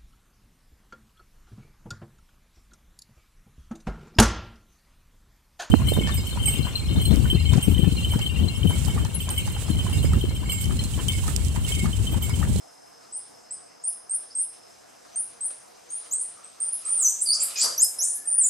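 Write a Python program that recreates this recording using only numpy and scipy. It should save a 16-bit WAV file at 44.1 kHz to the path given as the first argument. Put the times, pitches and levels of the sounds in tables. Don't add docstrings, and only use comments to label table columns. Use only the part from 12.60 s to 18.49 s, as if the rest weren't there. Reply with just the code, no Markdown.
import sys
import numpy as np
from scipy import signal
from scipy.io import wavfile
from scipy.ndimage import uniform_filter1d

SR = 44100
rng = np.random.default_rng(int(sys.argv[2]) if len(sys.argv) > 2 else 0)


def linear_from_db(decibels):
    return 10 ** (np.asarray(decibels, float) / 20)


def unload_wav(signal):
    wavfile.write(
        sys.argv[1],
        SR,
        np.round(np.clip(np.atleast_2d(signal).T, -1, 1) * 32767).astype(np.int16),
    )


N = 259749


# share_of_hold, share_of_rise, level_db
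PEEP_HOLD = [(0, 0.025, -1.9), (.5, 0.36, -1.5), (0.998, 0.96, 0.2)]
# share_of_flick, share_of_rise, level_db
PEEP_FLICK = [(.5, 0.46, -0.5), (1, 1, -9)]


def peep(s, hold_s, start_hz, held_hz, level_db):
    top_hz = 11324 + 78 * (level_db + 22)
    flick_hz = top_hz - held_hz
    flick_s = flick_hz / 127000
    hold_rise_hz = held_hz - start_hz
    onset_db = -0.1369 * min(hold_rise_hz / hold_s / 1000, 27)
    hold = [(s + u * hold_s, start_hz + rise * hold_rise_hz, level_db + db + onset_db * (1 - u))
            for u, rise, db in PEEP_HOLD]
    flick = [(s + hold_s + u * flick_s, held_hz + rise * flick_hz, level_db + db)
             for u, rise, db in PEEP_FLICK]
    return hold + flick


# pitch_hz, octave_db (over the pitch)
OCTAVE = [(5100, 11), (5700, -9), (6400, -16), (7100, -25), (7700, -23.5), (8300, -40.5)]


def with_octave(rows):
    s, hz, level_db = np.transpose(list(rows))
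    progress = (s - s[0]) / (s[-1] - s[0])
    climb_khz_s = np.maximum(np.gradient(hz, s), 0) / 1000 * progress
    return np.transpose([s, hz, level_db, at_hz(OCTAVE, hz) - 0.12 * climb_khz_s])


def sweep(s, length_s, start_hz, top_hz, peak_db, levels):
    u = np.linspace(0, 1, num=24)
    straight_share, bend_power = 0.4, 4.6
    rise = straight_share * u + (1 - straight_share) * u ** bend_power
    hz = start_hz + (top_hz - start_hz) * rise
    level_db = peak_db + np.interp(u, *np.transpose(levels))
    return with_octave(zip(s + length_s * u, hz, level_db))


def whistle(rows):
    s, hz, level_db, *more = np.transpose(rows)
    t = np.arange(s[0], s[-1], 1 / SR)
    hz = uniform_filter1d(np.interp(t, s, hz), size=330, mode="nearest")
    turn = 2 * np.pi * np.cumsum(hz) / SR
    tone = np.sin(turn)
    for octave_db in more:
        octave = linear_from_db(np.interp(t, s, octave_db))
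        tone += octave * np.sin(2 * turn) * (hz < 9000)
        third = octave * linear_from_db(-25.5)
        tone += third * np.sin(3 * turn) * np.clip((5150 - hz) / 200, 0, 1)
    flutter = rms_one(np.convolve(rng.standard_normal(SR // 2), np.hanning(260)))[260:260 + len(t)]
    tone *= 1 + 0.33 * np.clip((5300 - hz) / 200, 0, 1) * flutter
    attack_s, release_s = 0.0048, 0.0028
    edge = np.clip(np.minimum((t - s[0]) / attack_s, (s[-1] - t) / release_s), 0, 1)
    return np.sqrt(2) * linear_from_db(np.interp(t, s, level_db)) * tone * np.sin(edge * np.pi / 2) ** 2


def rasp(tone, share):
    low = signal.butter(4, 260, fs=SR, output="sos")
    flutter = signal.sosfilt(low, rng.standard_normal(len(tone)))
    return tone * (np.sqrt(1 - share ** 2) + share * rms_one(flutter))


# pitch_hz, t60_s
TREES_T60 = [(2500, 0.29), (5000, 0.44), (8000, 0.41), (11000, 0.29), (15000, .3)]


def trees(hz, hidden_db):
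    t = np.arange(SR // 2) / SR
    echo_s = 0.013 + 0.011 * rng.uniform(-2.25, 1)
    glints = linear_from_db(2.8 * np.minimum(rng.exponential(1, len(t)), 3))
    grains = rng.standard_normal((2, len(t))) * glints
    crown = np.exp(-.5 * ((t - echo_s) / 0.011) ** 2)
    scatter = np.clip((t - .004) / 0.0075, 0, 1) * linear_from_db(-60 * t / at_hz(TREES_T60, hz))
    near = np.exp(-t / 0.0016)
    shape = linear_from_db(-13.5) * crown / np.linalg.norm(crown)
    shape += linear_from_db(-4) * scatter / np.linalg.norm(scatter)
    shape += linear_from_db(-9) * near / np.linalg.norm(near)
    path = pair(*rms_one(grains), alike=0.79) * np.sqrt(2) * linear_from_db(hidden_db) * shape
    shade_hz, shade_gain = 12360, linear_from_db(-17.5)
    direct = 1. * (t == 0)
    dull = signal.sosfilt(signal.butter(2, shade_hz, fs=SR, output="sos"), direct + 1e-18)
    return path + shade_gain * direct + (1 - shade_gain) * dull


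# start_s, hold_s, start_hz, held_hz, level_db
PEEPS = [
    (0.522, 0.048, 7870, 9160, -31.5),
    (1.236, 0.048, 8370, 9450, -22),
    (1.493, 0.059, 8325, 9220, -24),
    (1.749, 0.06, 8250, 8910, -22.5),
    (2.556, 0.046, 8540, 9340, -23.5),
    (2.806, 0.055, 7970, 9300, -28.5),
    (3.3, 0.063, 8610, 9300, -32),
]
# start_s, length_s, start_hz, top_hz, peak_db
SWEEPS = [
    (1.211, .022, 6370, 8480, -56),
    (2.522, 0.04, 5820, 7070, -54),
    (3.286, 0.0264, 6120, 7360, -50.5),
    (3.836, 0.015, 7780, 9300, -36.5),
    (4.589, 0.05, 6910, 12200, -21.5),
    (5.176, 0.077, 5510, 13420, -12.5),
    (5.385, 0.071, 5090, 11140, -18.5),
    (5.652, 0.021, 7900, 9600, -31),
]
# share_of_length, level_db
SWEEP_LEVEL = [(0, -13.5), (.35, -7.5), (.77, 0), (.88, -7), (1, -11)]
SWEEP_OCTAVE_DB = [-20, -20, -20, -11, 2, 5, 3, -7.5]
# start_s, length_s, start_hz, top_hz, peak_db
SNAPS = [
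    (.906, .026, 7640, 10220, -31.5),
    (4.798, .042, 7010, 12870, -18),
]
# share_of_length, level_db
SNAP_LEVEL = [(0, -3), (.37, -4), (.7, -1), (1, -7.5)]
SNAP_OCTAVE_DB = [-20, 0]
# time_s, pitch_hz, level_db
TWITTERS = [
    [(3.508, 5800, -43), (3.516, 6710, -33.5), (3.535, 8160, -25), (3.57, 8640, -28.5),
     (3.592, 8900, -28.5), (3.612, 9170, -27.5), (3.622, 9800, -31), (3.631, 10540, -36)],
    [(4.0, 8520, -24), (4.04, 9085, -28.5), (4.08, 9314, -27.5), (4.125, 9150, -34), (4.133, 9470, -21.5),
     (4.139, 11030, -25.5), (4.146, 11200, -34)],
    [(4.249, 7720, -31), (4.262, 8500, -29.5), (4.285, 9020, -26.5), (4.33, 9345, -25), (4.37, 9040, -24.5),
     (4.41, 7790, -24), (4.445, 6230, -23), (4.475, 5893, -21.5), (4.49, 7410, -23.5), (4.503, 9220, -26)],
    [(4.973, 6610, -24), (5.0, 7420, -26), (5.02, 8380, -23), (5.043, 12000, -31.5)],
    [(5.425, 8970, -34), (5.48, 9200, -37), (5.52, 9460, -37.5), (5.54, 9780, -34.5), (5.555, 11740, -37.5)],
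    [(5.672, 8980, -23), (5.71, 9110, -25), (5.76, 9520, -25.5), (5.79, 9400, -19.5), (5.82, 8120, -19),
     (5.845, 6910, -22.5), (5.853, 7000, -20), (5.874, 10390, -19.5)],
]
TWITTER_OCTAVE_DB = [8, -6, -0.5, -1.5, -3, 2.5]
# time_s, pitch_hz, level_db, octave_db (over the pitch)
SQUEAKS = [
    [(1.702, 4430, -49, -40), (1.712, 5000, -46.5, -40), (1.72, 5370, -47.5, -40), (1.73, 5460, -62, -40)],
    [(4.657, 5000, -29, -12), (4.672, 4638, -28.5, 0.5), (4.7, 4484, -28, 4), (4.72, 4743, -23.5, -8),
     (4.732, 4970, -20.5, -12), (4.738, 5800, -29, -46), (4.746, 7500, -27.5, -45), (4.754, 8350, -26, -45)],
    [(4.955, 2533, -46.5, 16), (4.97, 2468, -43, 4.5), (5.015, 2454, -45, -8)],
    [(4.996, 4000, -39, -24), (5.01, 4130, -41, -27), (5.045, 4230, -53, -14)],
    [(5.003, 4500, -33, -28), (5.025, 4730, -26, -30), (5.05, 4900, -29.5, -30), (5.09, 4900, -43, -30)],
    [(5.205, 5100, -42, 8), (5.222, 5080, -38, -2), (5.233, 5116, -31, -28), (5.262, 5150, -32, -30)],
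]
SQUEAK_RASP = [.2, 0, 0, .3, .5, .35]
HIDDEN_DB = [
    [-2, -4.5, -3.5, -4, -4.5, 1, 2],
    [6.5, 6, 7, 1.5, 0.6, -6.5, -2.5, 1.5],
    [1.1, -2],
    [0, -1.4, .6, 2.5, 6.5, -1.5],
    [2, -0.3, -8, 0, 2, -1],
]


def monkeys():
    calls = [peep(*row) for row in PEEPS]
    calls += [sweep(*row, SWEEP_LEVEL) + [0, 0, 0, db] for row, db in zip(SWEEPS, SWEEP_OCTAVE_DB)]
    calls += [sweep(*row, SNAP_LEVEL) + [0, 0, 0, db] for row, db in zip(SNAPS, SNAP_OCTAVE_DB)]
    calls += [with_octave(rows) + [0, 0, 0, db] for rows, db in zip(TWITTERS, TWITTER_OCTAVE_DB)]
    rasps = [0] * len(calls) + list(SQUEAK_RASP)
    out = np.zeros((2, N + SR))
    for rows, share, hidden_db in zip(calls + list(SQUEAKS), rasps, np.concatenate(HIDDEN_DB)):
        voice = rasp(whistle(rows), share)
        mean_hz = np.mean(rows, axis=0)[1]
        heard = signal.fftconvolve(voice[None], trees(mean_hz, hidden_db), axes=1)
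        at = int(rows[0][0] * SR)
        out[:, at:at + heard.shape[1]] += heard
    return linear_from_db(-1.0) * out[:, :N]


# time_s, centre_hz, level_db
SCREECH = [(4.95, 5950, -65), (4.965, 5985, -35), (5.0, 5535, -30.5), (5.05, 5640, -26), (5.1, 5900, -37.5),
           (5.17, 5970, -44), (5.25, 5800, -72)]


def screech():
    t = np.arange(N) / SR
    hz, level_db = in_time(SCREECH)
    sounds = (t > SCREECH[0][0]) & (t < SCREECH[-1][0])
    return sounds * linear_from_db(level_db) * narrow_noise(hz, width_hz=1500)


# time_s, wood_db, leaves_db, limb_db
SHAKES = [(.43, -74, -71, -53), (1.0, -57.5, -88, -59), (1.33, -60, -68, -72), (1.44, -58.5, -87, -70),
          (1.64, -54.5, -66, -85), (1.97, -60, -67, -64), (2.53, -62, -65, -57), (2.74, -60, -83, -76),
          (3.46, -60, -61.5, -53.5), (3.8, -70, -70, -48), (3.87, -66, -89, -58), (3.99, -59, -72, -52),
          (4.07, -54, -81, -69), (4.28, -56, -57.5, -45), (4.36, -52, -62, -65), (4.429, -57, -64.5, -44.5),
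          (4.79, -50, -68, -42), (4.83, -49.5, -52.5, -60), (4.908, -49.5, -49.5, -44.5),
          (5.001, -70, -47.5, -75), (5.06, -42.5, -58, -40.5), (5.1, -44.5, -54.5, -42.5),
          (5.38, -50.5, -77, -76), (5.82, -75, -78, -60)]


def shakes(column):
    t = np.arange(0, N + 64, 64) / SR
    power = 0
    for row in SHAKES:
        rise_db, fall_db = 213 * (row[0] - t), 144 * (t - row[0])
        power = power + linear_from_db(row[column] - np.maximum(rise_db, fall_db)) ** 2
    return np.interp(np.arange(N) / SR, t, np.sqrt(power))


# time_s, wood_db, leaves_db, t60_s
LANDINGS = [
    (1.93, -56, -59, 0.26),
    (2.45, -55, -62, 0.35),
    (2.904, -50, -53, 0.16),
    (4.79, -71, -76, .3),
    (4.957, -62, -47, 0.51),
    (5.031, -39, -60, 0.52),
]


def landings(column):
    t = np.arange(N) / SR
    return sum((t > row[0]) * linear_from_db(row[column] - 60 * np.maximum(t - row[0], 0) / row[3])
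               for row in LANDINGS)


# time_s, level_db
BUSTLE = [(0, -70.5), (1.2, -78), (2.2, -70), (2.55, -69), (3.7, -67), (4.3, -61), (4.95, -66.5),
          (5.4, -64), (5.89, -76)]
# pitch_hz, density_db (per Hz)
WOOD = [(47, -47), (80, -31), (276, -20.5), (431, -15), (543, -8), (714, -8.5), (861, -17.5), (1370, -16.5),
        (2500, -33.5), (3250, -55), (5500, -120)]
# pitch_hz, density_db (per Hz)
LEAVES = [(1200, -28), (2000, 2), (3200, 2), (5000, 4), (8000, 2), (12000, -8.5), (16000, -48)]


def branches():
    bustle_db, = in_time(BUSTLE)
    wood_bed = linear_from_db(-61.5 + 0.27 * (bustle_db + 73.5))
    wood_gain = np.hypot(wood_bed, shakes(column=1)) + landings(column=1)
    wood = wood_gain * banded(rng.standard_normal((2, 2, N)), WOOD, patchy_db=-2.0)
    limb = linear_from_db(-5.5) * shakes(column=3) * narrow_noise(hz=1259, width_hz=192)
    grains = rng.standard_normal((2, 2, N)) * linear_from_db(1.9 * np.minimum(rng.exponential(1, N), 5))
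    leaves_gain = linear_from_db(8.0) * np.hypot(linear_from_db(bustle_db), shakes(column=2)) + landings(column=2)
    leaves = leaves_gain * banded(grains, LEAVES, patchy_db=2.0)
    return wood + limb + leaves


# from_s, to_s, centre_hz, width_hz, level_db
INSECTS = [(-1, 0.38, 5021, 200, -64.5), (-0.95, 0.99, 5271, 121, -60.6), (1, 2.14, 5281, 126, -61),
           (0.37, 1.34, 5001, 481, -63.1), (1.29, 2.14, 5101, 381, -63.6), (2.0, 7.0, 5121, 520, -66),
           (4, 5.44, 5102, 431, -59.1), (5.5, 7.0, 5201, 401, -60), (2.11, 2.46, 5251, 251, -66.5),
           (-0.6, 7.0, 6151, 310, -66.5), (-1, 0.54, 8151, 131, -70), (-1.0, .31, 9300, 301, -70.1),
           (1.5, 7.0, 8620, 160, -71)]


def insects():
    out = 0
    for from_s, to_s, hz, width_hz, db in INSECTS:
        throb = linear_from_db(db + 0.31 * drift(8.4))
        out = out + gate(from_s, to_s, fade_s=0.073) * throb * narrow_noise(hz, width_hz)
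    return out


# start_s, length_s, pitch_hz, glide_hz, level_db
BIRD = [
    (5.171, 0.19, 1730, -20.5, -61),
    (5.46, .2, 1770, -60.5, -60),
    (5.67, 0.22, 1784, 20.5, -60.5),
]


def bird():
    t, hz, gain = np.arange(N) / SR, np.full(N, float(BIRD[0][2])), 0
    for s, length_s, note_hz, glide_hz, db in BIRD:
        glide = note_hz + glide_hz * np.clip((t - s) / length_s, 0, 1)
        hz = np.where(t > s - .02, glide, hz)
        fade_db = 10 * np.clip(t - s, 0, 1)
        gain = gain + gate(s, s + length_s, fade_s=0.06) * linear_from_db(db - fade_db)
    return gain * narrow_noise(hz, width_hz=38)


# pitch_hz, density_db (per Hz)
AIR = [(12, -42), (20, -19), (194, -4), (337, 3), (398, -1.5), (457, 7), (555, -13.5), (656, 3), (796, 2.5),
       (1170, -3), (3360, -16), (5090, -14), (5690, -13), (8380, -11), (15000, -28.5)]
# pitch_hz, width_hz, level_db
HUM = [
    (476, 37, -66),
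    (703.4, 94, -60.5),
]


def forest():
    air = linear_from_db(-55.5) * banded(rng.standard_normal((2, 2, N)), AIR, patchy_db=2.0)
    air = signal.sosfilt(signal.butter(8, 14700, fs=SR, output="sos"), air)
    return air + sum(linear_from_db(db + 2.3 * drift(9.2)) * narrow_noise(hz, width_hz) for hz, width_hz, db in HUM)


# pitch_hz, likeness (left to right, -1 to 1)
LIKENESS = [(60, 0.69), (130, 0.46), (290, -0.52), (640, -0.67), (1410, 0.32), (3100, 0.49), (6820, 0.8),
            (15000, 0.37)]


def banded(white, spectrum, patchy_db):
    out, together = 0, drift(3.0)
    edges = 20 * 2 ** np.arange(0, 9.8, .4)
    for k, (low, high) in enumerate(zip(edges, edges[1:])):
        hz = np.sqrt(low * high)
        if at_hz(spectrum, hz) > -55:
            band = signal.butter(2, [low, high], "band", fs=SR, output="sos")
            mid, side = signal.sosfilt(band, white[k % 2])
            gain = linear_from_db(at_hz(spectrum, hz) + patchy_db * (0.47 * together + drift(8.8)))
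            out = out + gain * pair(mid, side, at_hz(LIKENESS, hz))
    return rms_one(out)


def narrow_noise(hz, width_hz):
    low = signal.butter(2, width_hz / 2, fs=SR, output="sos")
    a, b = signal.sosfilt(low, rng.standard_normal((2, 2, N)))
    turn = 2 * np.pi * np.cumsum(hz * np.ones(N)) / SR
    mid, side = a * np.cos(turn) + b * np.sin(turn)
    return rms_one(pair(mid, side, at_hz(LIKENESS, np.mean(hz))))


def pair(mid, side, alike):
    alike = np.clip(alike, -1, 1)
    return np.sqrt((1 + alike) / 2) * mid + np.sqrt((1 - alike) / 2) * side * [[1], [-1]]


def drift(rate):
    r = np.exp(-80 * np.pi * rate / SR)
    slow = signal.lfilter([1], [1, -2 * r, r * r], rng.standard_normal(N // 40 + 2002))[2000:]
    return np.interp(np.arange(N) / 40, np.arange(len(slow)), rms_one(slow))


def gate(from_s, to_s, fade_s):
    t = np.arange(N) / SR
    return np.clip(np.minimum(t - from_s, to_s - t) / fade_s + .5, 0, 1)


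def in_time(rows):
    s, *columns = np.transpose(rows)
    return [np.interp(np.arange(N) / SR, s, c) for c in columns]


def at_hz(points, hz):
    points = np.array(points)
    return np.interp(np.log(hz), np.log(points[:, 0]), points[:, 1])


def rms_one(x):
    return x / np.sqrt(np.mean(x ** 2) + 1e-20)


def scene():
    return monkeys() + screech() + branches() + insects() + bird() + forest()


def starve(x):
    from_hz, quiet_db = 9300, -48.5
    hz, _, z = signal.stft(x, SR, nperseg=1024)
    hz = hz[:512, None]
    power = np.mean(np.abs(z) ** 2, axis=0) * 2 / 1.5
    power = uniform_filter1d(power, size=2, origin=0, axis=1)
    band_power = power[:512].reshape(32, 16, -1).sum(1)
    band_db = 10 * np.log10(np.repeat(band_power, 16, axis=0) + 1e-18)
    whole_db = 10 * np.log10(power.sum(0) + 1e-18)
    tilt_db = 1.3 * (hz // 689 * 689 - from_hz) / 1000
    limit_db = np.minimum(whole_db - 28.5 - tilt_db, -60)
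    quiet = quiet_db - whole_db - 30 * (hz > 14900)
    kept = np.clip(np.maximum(band_db - limit_db, quiet), 0, 1)
    z[:, :512] *= np.where(hz > from_hz, kept, 1)
    return signal.istft(z, SR, nperseg=1024)[1][:, :N]


def top_cut(x):
    return signal.sosfilt(signal.butter(12, 15830, fs=SR, output="sos"), x)


def record(dry):
    balance_db = np.array([[.1], [-.1]])
    mix = starve(dry * linear_from_db(balance_db))
    return top_cut(mix)


dry = scene()
out = record(dry)
unload_wav(out)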